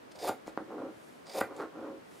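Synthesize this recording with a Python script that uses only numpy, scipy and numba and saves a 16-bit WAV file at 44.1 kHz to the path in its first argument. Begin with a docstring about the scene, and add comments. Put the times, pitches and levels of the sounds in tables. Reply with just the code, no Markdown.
"""A quiet room, then steel scraping on steel: scissors make two cuts through cotton cloth on a cutting mat.
In each cut random slips ring the blades, snapping threads drive a crunch, and pulses knock the blades shut.
Then filtered clicks tick the pivot, a low pulse bumps the mat and juddering noise slides the blade forward.
Fine grains rub as the blades part and as the cloth is drawn into place; a small carpeted room answers."""
import sys
import numpy as np
from scipy import signal
from scipy.fft import rfft, irfft, next_fast_len
from scipy.io import wavfile
from scipy.ndimage import uniform_filter1d
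from numba import njit

SR = 44100
rng = np.random.default_rng(int(sys.argv[2]) if len(sys.argv) > 2 else 0)


def materialize(psi):
    """Save the field psi as 16-bit PCM at rate SR to the path in sys.argv[1].

    A 1-D psi becomes a single channel; in a 2-D psi each row is a channel.
    """
    bounded = np.clip(np.atleast_2d(psi).T, -1, 1)
    quanta = np.round(bounded * 32767).astype(np.int16)
    wavfile.write(sys.argv[1], SR, quanta)


N = 97020
TIME = np.arange(N) / SR


def from_db(db):
    """Decibels to amplitude gain."""
    return 10 ** (np.asarray(db) / 20)


def rms_one(x):
    """Scale to unit power."""
    return x / np.sqrt(np.mean(x ** 2) + 1e-20)


def level_out(x):
    """Divide by the running RMS, so that a level curve alone sets the loudness."""
    return x / np.sqrt(uniform_filter1d(x ** 2, size=700) + 1e-12)


def t60_decay(age_s, t60_s):
    """Exponential decay that falls 60 dB in t60_s."""
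    return np.exp(-np.log(1000) * age_s / t60_s)


def in_time(rows):
    """Gate open while a curve lasts, then each of its columns per sample."""
    s, *columns = np.transpose(rows)
    lasting = (TIME > s[0]) & (TIME < s[-1])
    gate = uniform_filter1d(lasting * 1., size=128)
    return [gate] + [np.interp(TIME, s, c) for c in columns]


def coloured(x, points):
    """Minimum-phase filter through (freq_hz, gain_db) points: the folded cepstrum makes it causal."""
    size = next_fast_len(N + SR // 2, real=True) * 2
    hz, db = np.transpose(points)
    bin_hz = np.arange(size // 2 + 1) * SR / size
    log_gain = np.log(from_db(np.interp(np.log(bin_hz + 1), np.log(hz), db)))
    cepstrum = irfft(log_gain)
    cepstrum[1:size // 2] *= 2
    cepstrum[size // 2 + 1:] = 0
    return irfft(rfft(x, size) * np.exp(rfft(cepstrum)))[..., :N]


def click(s):
    """One unit click; the tiny offset avoids denormals."""
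    return (np.arange(N) == int(s * SR)) * 1. + 1e-18


def grains(per_s, spread_db):
    """Random clicks of uneven size and sign."""
    sizes = from_db(spread_db * np.minimum(rng.exponential(1, N), 4))
    signs = rng.choice([-1, 1], N)
    return sizes * signs * (rng.random(N) < per_s / SR) + 1e-18


def resonance(hz, width_hz):
    """Two-pole band-pass coefficients, gain near 1 on top."""
    r = np.exp(-np.pi * width_hz / SR)
    return np.array([1, 0, -1]) * (1 - r * r) / 2, [1, -2 * r * np.cos(2 * np.pi * hz / SR), r * r]


@njit
def gliding(x, hz, width_hz):
    """Two-pole low-pass whose corner and damping move."""
    out, low, band = np.zeros(len(x)), 0., 0.
    for i in range(len(x)):
        low += 2 * np.pi * hz[i] / SR * band
        band += 2 * np.pi / SR * (hz[i] * (x[i] - low) - width_hz[i] * band)
        out[i] = low
    return out


# room tone spectrum: freq_hz, gain_db
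HUSH_COLOUR = [(25, -67), (42, -21), (58, -14), (75, -9.5), (120, -4.5), (270, 2), (540, -2.5), (800, -6.5),
               (1500, -9.5), (3000, -17), (6000, -25), (10000, -29), (15000, -34)]
# room tone, extra colour of the side signal: freq_hz, gain_db
HUSH_SIDE = [(60, -1), (130, -5.5), (290, 2), (640, 5.5), (1410, 2), (3100, -1), (6820, -2), (15000, 0.5)]
HUSH_DB = -57


def hush():
    """Steady room tone: shaped noise, partly opposite in phase between the sides."""
    mid, side = rms_one(coloured(rng.standard_normal((2, N)), HUSH_COLOUR))
    return from_db(HUSH_DB) * (mid + coloured(side, HUSH_SIDE) * [[1], [-1]])


# room resonances woken by every scissor and cloth sound: freq_hz, relative_level_db
ROOM_MODES = [(238, -3.5), (264, -13.5), (320, 0), (362, -2.5), (439, -1.5), (505, -6), (543, 4.5),
              (611, -27), (695, 1.5), (724, -4.5), (759, 2), (808, -2), (878, -4.5), (916, -4), (966, -9.5),
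              (996, -3), (1079, 2), (1210, -13), (1400, -5)]
MODE_T60_S, MODES_DB = 0.17, 2
# diffuse tail common to both sides: freq_hz, gain_db
TAIL_COLOUR = [(100, -5.5), (250, -4), (500, -3), (1000, -10), (2000, -0.5), (5000, -7), (14000, -8.5)]
# diffuse tail opposite between the sides: freq_hz, gain_db
TAIL_SIDE = [(100, -13.5), (600, -18), (1200, -21.5), (2500, -17.5), (5000, -22.5), (7000, -16), (9500, -6),
             (14000, -3.5)]
TAIL_T60_S, TAIL_DELAY_S = .2, 0.003872


def room(x):
    """Direct sound, low room resonances and a short diffuse tail that differs between the sides."""
    age_s = TIME[:SR // 2]
    decay = (age_s > TAIL_DELAY_S) * t60_decay(age_s, TAIL_T60_S)
    decay = decay / np.linalg.norm(decay)
    noises = rng.standard_normal((2, len(age_s)))
    mid, side = [signal.fftconvolve(x, noise * decay)[:N] for noise in noises]
    mode_width_hz = np.log(1000) / np.pi / MODE_T60_S
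    modes = 0
    for hz, db in ROOM_MODES:
        mode = signal.lfilter(*resonance(hz, mode_width_hz), x + 1e-18)
        modes = modes + from_db(db + MODES_DB) * mode
    tail = coloured(mid, TAIL_COLOUR) + coloured(side, TAIL_SIDE) * [[1], [-1]]
    return x + modes + tail


def swells(rows, colour):
    """Soft rubbing: dense fine grains under Gaussian swells."""
    level = sum(from_db(db) * np.exp(-((TIME - s) / half_s) ** 2) for s, half_s, db in rows)
    return level * rms_one(coloured(grains(per_s=12000, spread_db=0.5), colour))


# cloth drawn over the blade: centre_s, half_length_s, level_db
BRUSHES = [(1.07, 0.16, -67), (2.19, 0.11, -62.5)]
# cloth rub spectrum: freq_hz, gain_db
BRUSH_COLOUR = [(500, -18), (2000, 5), (4000, 2), (6000, 2), (9500, 4), (12500, -1), (15000, -20)]


def cloth_brushes():
    """Cloth drawn softly over the blade after each cut: fibres rub as fine grains."""
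    return swells(BRUSHES, BRUSH_COLOUR)


# blades rubbing as they part: centre_s, half_length_s, level_db
OPENINGS = [(0.468, 0.0066, -56), (0.487, 0.018, -54), (1.59, 0.045, -54.5)]
# steel rub spectrum: freq_hz, gain_db
OPENING_COLOUR = [(800, 10.5), (2300, 3.5), (3000, -8), (4000, 1), (5800, -6), (7300, -6), (8500, -5),
                  (15000, -18)]


def blade_openings():
    """Blades rub lightly as they part: fine grains with a steel colour."""
    return swells(OPENINGS, OPENING_COLOUR)


# blade pushed over the mat, one curve per push: time_s, level_db, upper_edge_hz
SLIDES = [
    [(0.605, -41, 350), (0.655, -61.5, 496), (0.697, -48.5, 800), (0.71, -44, 1400), (0.735, -43.5, 1290),
     (0.79, -42, 1210), (0.838, -39.5, 950), (0.872, -44.5, 794), (0.915, -50.5, 393), (0.97, -75, 350)],
    [(1.47, -56, 900), (1.505, -49, 1020), (1.518, -42.5, 1320), (1.535, -51.5, 1020), (1.586, -47.5, 1200),
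     (1.6, -37, 1810), (1.64, -40, 1580), (1.675, -56.5, 1410)],
    [(1.715, -61, 900), (1.76, -48, 1430), (1.80, -45, 1420), (1.84, -42.5, 1430), (1.89, -44, 1120),
     (1.95, -49, 710), (2.01, -65, 500)],
]
# low cut of each push: corner_hz
PUSH_LOW_CUT_HZ = [127, 360, 136]
# mat rub spectrum: freq_hz, gain_db
MAT_COLOUR = [(60, -19), (160, -16), (240, 0.5), (350, 1.5), (540, -0.5), (680, -8), (1000, -6.5),
              (1400, -5.5), (2000, -20.5), (4200, -24), (9000, -20.5)]
SLIPS_PER_S, SLIP_SPREAD_DB = 1500, 2.0


def mat_slide():
    """The lower blade judders over the mat: random slips under a moving upper edge."""
    out = 0
    for push, low_cut_hz in zip(SLIDES, PUSH_LOW_CUT_HZ):
        gate, db, edge_hz = in_time(push)
        slips = coloured(grains(SLIPS_PER_S, SLIP_SPREAD_DB), MAT_COLOUR)
        rub = gliding(slips, edge_hz, 1.93 * edge_hz)
        rub = signal.lfilter(*signal.butter(2, low_cut_hz, "high", fs=SR), rub)
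        out = out + gate * from_db(db) * level_out(rub)
    return out


# floor under the mat as the blades shut: start_s, level_db
THUMPS = [(0.283, -48), (1.414, -48.5)]
THUMP_HZ, THUMP_RISE_S, THUMP_T60_S = 106.7, 0.0068, 0.19


def floor_thumps():
    """The floor booms as the blades shut: one low mode, softly started, decaying."""
    out = 0
    for s, db in THUMPS:
        age_s = np.maximum(TIME - s, 0)
        envelope = (1 - np.exp(-age_s / THUMP_RISE_S)) * t60_decay(age_s, THUMP_T60_S)
        out = out + from_db(db) * envelope * np.sin(2 * np.pi * THUMP_HZ * age_s)
    return out


# dull knocks of handles and blade: start_s, dry_peak_db, upper_edge_hz
KNOCKS = [(0.2953, -19, 1110), (0.4791, -29.5, 845), (0.5754, -18.5, 1510), (1.4151, -19, 900),
          (1.5097, -37, 1390), (1.6003, -26.5, 1530), (1.6072, -26, 1500)]
# knock spectrum: freq_hz, gain_db
KNOCK_COLOUR = [(30, -31), (60, -35), (150, -8.5), (280, 2.5), (500, -0.5), (900, -1.5), (1500, -2.5),
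                (2500, -15.5), (5000, -1.5), (12000, -26)]


def knocks():
    """Soft contacts: one low-passed pulse each."""
    out = 0
    for s, db, edge_hz in KNOCKS:
        pulse = signal.lfilter(*signal.butter(3, edge_hz, fs=SR), click(s))
        pulse = coloured(pulse, KNOCK_COLOUR)
        out = out - from_db(db) * pulse / np.abs(pulse).max()
    return out


# handles clacking together: start_s, level_db
CLACKS = [(0.2918, -43), (1.411, -35)]
# handle resonances: freq_hz, relative_level_db
HANDLE_MODES = [(1400, -3), (1441, 3), (1520, -21), (1930, -5.5), (2374, -7.5)]
HANDLE_T60_S = 0.068


def handle_ring():
    """The plastic handles ring briefly when they meet: a sum of decaying modes."""
    out = 0
    for s, db in CLACKS:
        age_s = np.maximum(TIME - s, 0)
        ring = sum(from_db(db + mode_db) * np.sin(2 * np.pi * hz * age_s) for hz, mode_db in HANDLE_MODES)
        out = out + ring * t60_decay(age_s, HANDLE_T60_S)
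    return out


# pivot ticks as the blades part or meet: start_s, click_level_db (before colour)
TICKS = [(0.4734, -33), (0.4793, -46), (1.2667, -43.5), (1.5645, -37)]
# steel tick spectrum: freq_hz, gain_db
TICK_COLOUR = [(800, -7), (1700, -2), (2300, 6), (2900, -5), (4900, 0), (6000, -9), (6900, 5), (7700, 1),
               (8600, -12), (9600, -5), (11500, -22), (15000, -16)]


def pivot_ticks(rattle_db=-7, rattle_s=0.004):
    """Small steel ticks: a click and a fast-decaying noise rattle excite the pivot's colour."""
    hits = 0
    for s, db in TICKS:
        decay = (TIME > s) * np.exp(-np.abs(TIME - s) / rattle_s)
        rattle = decay * rng.standard_normal(N)
        hits = hits + from_db(db) * (click(s) + from_db(rattle_db) * rattle)
    return coloured(hits, TICK_COLOUR)


# steel on steel as the blades close, one curve per cut: time_s, level_db
SCRAPES = [
    [(0.108, -70), (0.12, -55), (0.138, -85), (0.158, -51), (0.18, -75), (0.19, -50), (0.215, -49),
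     (0.285, -50), (0.298, -48)],
    [(1.255, -69), (1.269, -50.5), (1.287, -56.5), (1.297, -49.5), (1.311, -56.5), (1.325, -49.5),
     (1.39, -51), (1.402, -79)],
]
# blade spectrum: freq_hz, gain_db
SCRAPE_COLOUR = [(900, -13.5), (2200, -4), (2900, -11), (3700, -2), (4200, -6.5), (4830, 3.5), (5700, -7),
                 (7600, -13), (9000, -6), (10800, -28), (15000, -23)]


def blade_scrape(catch_db=1.5, catch_s=.006):
    """Fine slips of edge on edge ring the steel; the edges catch unevenly."""
    level = sum(gate * from_db(db) for gate, db in map(in_time, SCRAPES))
    slips = coloured(grains(per_s=3000, spread_db=3.0), SCRAPE_COLOUR)
    catching = np.interp(TIME / catch_s, np.arange(N), rng.standard_normal(N))
    return level * rms_one(slips * from_db(catch_db * catching))


# cloth between the blades, one curve per cut: time_s, crunch_level_db, crunch_pitch_hz, snap_level_db
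BITES = [
    [(0.15, -58, 910, -74), (0.213, -50.5, 673, -59), (0.23, -39.5, 510, -53), (0.25, -34.5, 750, -43),
     (0.263, -40, 586, -49.5), (0.276, -34.5, 970, -39.5), (0.294, -30.5, 760, -37), (0.3, -44.5, 744, -60),
     (0.315, -39.5, 734, -78), (0.335, -64, 600, -80)],
    [(1.265, -54.5, 880, -88), (1.337, -54, 640, -53), (1.349, -38, 560, -48.5), (1.374, -37.5, 610, -44.5),
     (1.391, -33, 900, -39), (1.398, -50, 770, -57), (1.407, -40, 950, -38.5), (1.412, -24.5, 1410, -33.5),
     (1.418, -40, 1440, -86)],
]
# thread snap spectrum: freq_hz, gain_db
THREAD_COLOUR = [(150, -22.5), (1500, 5.5), (2350, 2.5), (2900, 0.5), (4800, -0.5), (6000, -5.5), (7100, 1),
                 (7900, -5.5), (9800, -1), (11400, -6), (12800, -4.5), (14300, -0.5), (15500, -32)]
THREADS_PER_S, THREAD_SPREAD_DB, CRUNCH_WIDTH_HZ = 2200, 3, 460


def cloth_cut():
    """Threads snap one after another and drive a crunch resonance whose pitch moves through each cut."""
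    threads = grains(THREADS_PER_S, THREAD_SPREAD_DB)
    crunch_level, snap_level = 0, 0
    for gate, crunch_db, _, snap_db in map(in_time, BITES):
        crunch_level = crunch_level + gate * from_db(crunch_db)
        snap_level = snap_level + gate * from_db(snap_db)
    # pitch runs on through the gap between cuts
    pitch_hz = in_time([row for bite in BITES for row in bite])[2]
    crunch = gliding(threads, pitch_hz, np.full(N, CRUNCH_WIDTH_HZ * 1.))
    crunch = coloured(crunch, [(60, -25.5), (200, -15), (450, 3), (1050, -2), (1500, -2), (4000, -7.5)])
    fibres = rms_one(threads) + from_db(1) * rng.standard_normal(N)
    snaps = rms_one(coloured(fibres, THREAD_COLOUR))
    return crunch_level * level_out(crunch) + snap_level * snaps


def scene():
    """The scissors, slightly to the right, in the quiet room."""
    contacts = floor_thumps() + knocks() + handle_ring() + pivot_ticks()
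    scissors = mat_slide() + contacts + blade_scrape() + cloth_cut()
    rubbing = cloth_brushes() + blade_openings()
    side_gains = from_db([[-2.2], [-1.5]])  # left, right
    return room(scissors + rubbing) * side_gains + hush()


CUTOFF_HZ = 15600


def record(dry):
    """Steep elliptic low-pass: 0.2 dB ripple, 70 dB stop band."""
    return signal.sosfilt(signal.ellip(10, .2, 70, CUTOFF_HZ, fs=SR, output="sos"), dry)


dry = scene()
out = record(dry)
materialize(out)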